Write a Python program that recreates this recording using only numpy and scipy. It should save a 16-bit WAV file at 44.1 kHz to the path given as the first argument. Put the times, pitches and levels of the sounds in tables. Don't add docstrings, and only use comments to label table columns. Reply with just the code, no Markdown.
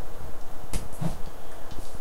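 import sys
import numpy as np
from scipy import signal
from scipy.fft import rfft, irfft
from scipy.io import wavfile
from scipy.ndimage import uniform_filter1d

SR = 44100
rng = np.random.default_rng(int(sys.argv[2]) if len(sys.argv) > 2 else 0)


def persist_wave(psi):
    counts = np.round(np.clip(psi, -1, 1) * 32767).astype(np.int16)
    wavfile.write(sys.argv[1], SR, np.atleast_2d(counts).T)


N = 88596


def undb(db):
    return 10 ** (np.asarray(db) / 20)


def times():
    return np.arange(N) / SR


def unit(x):
    return x / np.sqrt(np.mean(x ** 2))


def bins():
    return np.maximum(np.fft.rfftfreq(N, 1 / SR), 1)


def along_hz(points, hz):
    point_hz, values = np.array(points, float).T
    return np.interp(np.log(hz), np.log(point_hz), values)


def filtered_noise(gain):
    spectrum = rfft(rng.standard_normal(N))
    return unit(irfft(spectrum * gain, N))


def noise(points):
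    return filtered_noise(undb(along_hz(points, bins())))


def band(hz, octaves):
    return filtered_noise(np.exp(-.5 * (np.log2(bins() / hz) / octaves) ** 2))


def walk(rate_hz):
    return filtered_noise(np.exp(-(bins() / rate_hz) ** 2))


def burst(at_s, decay_s):
    age_s = times() - at_s
    return (age_s >= 0) * np.exp(-np.abs(age_s) / decay_s)


def swell(at_s, rise_s, decay_s):
    age_s = times() - at_s
    return np.exp(np.where(age_s < 0, -.5 * (age_s / rise_s) ** 2, -np.abs(age_s) / decay_s))


def room(x, wet_db):
    # f/Hz, T60/s
    room_t60 = [(150, 0.34), (600, .33), (1500, 0.37), (4000, 0.21), (10000, 0.28)]
    gap_s, length_s = 0.00498, 1
    t = times()
    white = rfft(rng.standard_normal(N))
    octave = np.clip(np.log2(bins() / 125), 0, 7)
    tail = 0
    for k in range(8):
        t60_s = along_hz(room_t60, 125 * 2 ** k)
        octave_noise = irfft(white * np.maximum(1 - np.abs(octave - k), 0), N)
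        tail = tail + octave_noise * np.exp(-np.log(1000) * t / t60_s)
    ring = rfft(tail)
    even = ring / np.sqrt(uniform_filter1d(np.abs(ring) ** 2, size=600))
    tail = irfft(even, N) * (t > gap_s) * (t < length_s)
    tail = tail / np.sqrt(np.sum(tail ** 2))
    return x + undb(wet_db) * signal.fftconvolve(x, tail)[:N]


def background():
    # f/Hz, relative level/dB
    floor_colour = [(30, 0.5), (70, -0.5), (130, 5), (215, -4.5), (300, -0.5), (400, -3), (470, 2),
                    (560, 1.5), (680, 0), (900, -2.5), (1200, -5.5), (1600, -9.5), (2200, -17.5),
                    (3200, -18), (4500, -21.5), (10000, -22.5), (15500, -22.5)]
    # f/Hz, rms level/dB
    fan_lines = [(328.4, -63.5), (463, -58.5), (646, -59.5), (726.7, -59.5), (834.4, -62.5), (6573, -97),
                 (6600, -73)]
    floor_db, waver_db, waver_rate_hz = -45.5, 0.5, 5.2
    wobble, wobble_rate_hz = .004, 12
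    tones = 0
    for hz, db in fan_lines:
        line_hz = hz + wobble * min(hz, 1000) * walk(wobble_rate_hz)
        phase = 2 * np.pi * np.cumsum(line_hz) / SR
        tones = tones + undb(db) * np.sqrt(2) * np.sin(phase)
    return undb(floor_db + waver_db * walk(waver_rate_hz)) * noise(floor_colour) + tones


def rumble():
    # f/Hz, relative level/dB
    rumble_colour = [(3, 9), (8, 16.5), (14, 7), (22, -15.5), (40, -4.5), (80, -61), (300, -77)]
    # f/Hz, relative level/dB
    draught_colour = [(3, -0.5), (7, 1), (13, -6), (22, -24), (40, -30), (80, -37.5), (300, -81)]
    rumble_db, draught_db = -29.5, -15
    draught_s, rise_s, decay_s = 1.11, 0.021, 0.112
    draught = undb(draught_db) * swell(draught_s, rise_s, decay_s) * noise(draught_colour)
    return undb(rumble_db) * noise(rumble_colour) + draught


def bumps():
    # t/s, peak level/dB
    bump_table = [(0.208, -29.5), (0.294, -32), (0.639, -31), (0.828, -27), (0.859, -28), (0.930, -29),
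                  (1.273, -30), (1.279, -30), (1.721, -27), (1.787, -25.5), (1.790, -28), (1.95, -28)]
    time_to_peak_s = 0.0012
    pressure = 0
    for at_s, db in bump_table:
        age = np.maximum(times() - at_s, 0) / time_to_peak_s
        pressure = pressure - undb(db) * age * np.exp(1 - age)
    return pressure


def windup():
    at_s, rise_s, decay_s = .262, .04, .06
    peak_db, centre_hz, width_octaves = -40, 79, 0.54
    return undb(peak_db) * band(centre_hz, width_octaves) * swell(at_s, rise_s, decay_s)


def handling():
    # t/s, level/dB, rise/s, decay/s, centre f/Hz, width/octaves
    rub_table = [(0.952, -47, 0.013, .02, 10300, 0.52), (1.08, -52, 0.055, 0.044, 9000, 0.65),
                 (1.114, -53.5, 0.024, .04, 4400, 1), (1.50, -64, .14, .17, 3250, 0.14),
                 (1.523, -49, .006, 0.017, 1510, 0.32), (1.525, -57.5, .007, 0.014, 9100, .1),
                 (1.618, -61, 0.031, 0.17, 1690, 0.13), (1.726, -54, 0.006, 0.018, 3930, 0.49),
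                 (1.814, -53.5, 0.018, 0.14, 9900, 0.47), (1.868, -56, 0.074, 0.13, 4640, 0.83)]
    # t/s, level/dB, centre f/Hz
    tick_table = [(0.411, -48, 5000), (0.928, -42, 9050), (1.2593, -44, 4170), (1.515, -49, 6500),
                  (1.709, -37.5, 3800), (1.715, -46, 3300), (1.852, -42, 4200), (1.955, -50, 11600)]
    grain_db, grain_rate_hz = 1.5, 1100
    tick_decay_s, tick_octaves, room_db = 0.0033, 0.51, -3
    rubs = 0
    for at_s, db, rise_s, decay_s, hz, octaves in rub_table:
        rubs = rubs + undb(db) * swell(at_s, rise_s, decay_s) * band(hz, octaves)
    ticks = 0
    for at_s, db, hz in tick_table:
        ticks = ticks + undb(db) * burst(at_s, tick_decay_s) * band(hz, tick_octaves)
    grain = undb(grain_db * walk(grain_rate_hz))
    return room(rubs * grain + ticks, room_db)


def swing():
    # f/Hz, relative level/dB
    wake_colour = [(60, 4.5), (130, 9.5), (260, 6), (400, -7.5), (600, 1.5), (1100, -6.5), (2000, -16),
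                   (4000, -18.5), (8000, -28.5), (14000, -40)]
    fastest_s, speed_up_s, slow_down_s = 1.049, .06, 0.085
    top_speed_hz, pitch_wobble, wobble_rate_hz = 162.4, .055, 85
    vortex_db, octave_db, flutter_db, flutter_rate_hz = -26.5, -19, 2.5, 50
    vortex_s, vortex_half_s, vortex_room_db = 1.051, 0.034, -12
    wake_db, wake_power, air_room_db = -35.5, 4.04, -6
    pass_db, pass_s, pass_length_s, pass_hz, pass_octaves = -36.5, 1.049, 0.0065, 413, 0.86

    age_s = times() - fastest_s
    speed = 1 / np.hypot(1, age_s / np.where(age_s < 0, speed_up_s, slow_down_s))
    vortex_hz = top_speed_hz * speed * (1 + pitch_wobble * walk(wobble_rate_hz))
    phase = 2 * np.pi * np.cumsum(vortex_hz) / SR
    tone = unit(np.sin(phase) + undb(octave_db) * np.sin(2 * phase))
    flutter = undb(flutter_db * walk(flutter_rate_hz))
    vortex_envelope = np.exp(-((times() - vortex_s) / vortex_half_s) ** 4)
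    vortex = undb(vortex_db) * tone * flutter * vortex_envelope

    wake = undb(wake_db) * noise(wake_colour) * speed ** wake_power
    rush = undb(pass_db) * band(pass_hz, pass_octaves) * swell(pass_s, pass_length_s, pass_length_s)
    return room(vortex, vortex_room_db) + room(wake + rush, air_room_db)


def slap():
    # t/s, level/dB
    contacts = [(0.7344, -22.5), (0.7375, -23.5), (0.7459, -22), (0.7508, -29.5)]
    # f/Hz, relative level/dB
    crack_colour = [(100, 19), (400, 12.5), (900, 7.5), (1800, 0), (2800, -0.5), (4000, -4.5), (6000, 1),
                    (10000, -0.5), (12000, -3), (14000, -6)]
    # f/Hz, relative level/dB
    thud_colour = [(20, 2), (55, 7.5), (110, -8.5), (170, -5.5), (260, -31), (600, -37)]
    contact_decay_s, room_db = 0.0018, -1
    thud_db, thud_s, rise_s, decay_s = -22.5, .757, .012, 0.031
    envelope = sum(undb(db) * burst(at_s, contact_decay_s) for at_s, db in contacts)
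    cracks = noise(crack_colour) * envelope
    thud = undb(thud_db) * noise(thud_colour) * swell(thud_s, rise_s, decay_s)
    return room(cracks, room_db) + thud


def scene():
    mic_top_hz = 12300
    mic = signal.butter(6, mic_top_hz, fs=SR, output="sos")
    events = signal.sosfilt(mic, bumps() + handling() + swing() + slap())
    return (background() + rumble() + windup() + events)[None]


def record(dry):
    top_hz, dc_offset = 15750, -.077
    lowpass = signal.ellip(12, .1, 80, top_hz, fs=SR, output="sos")
    return signal.sosfilt(lowpass, dry) + dc_offset


dry = scene()
out = record(dry)
persist_wave(out)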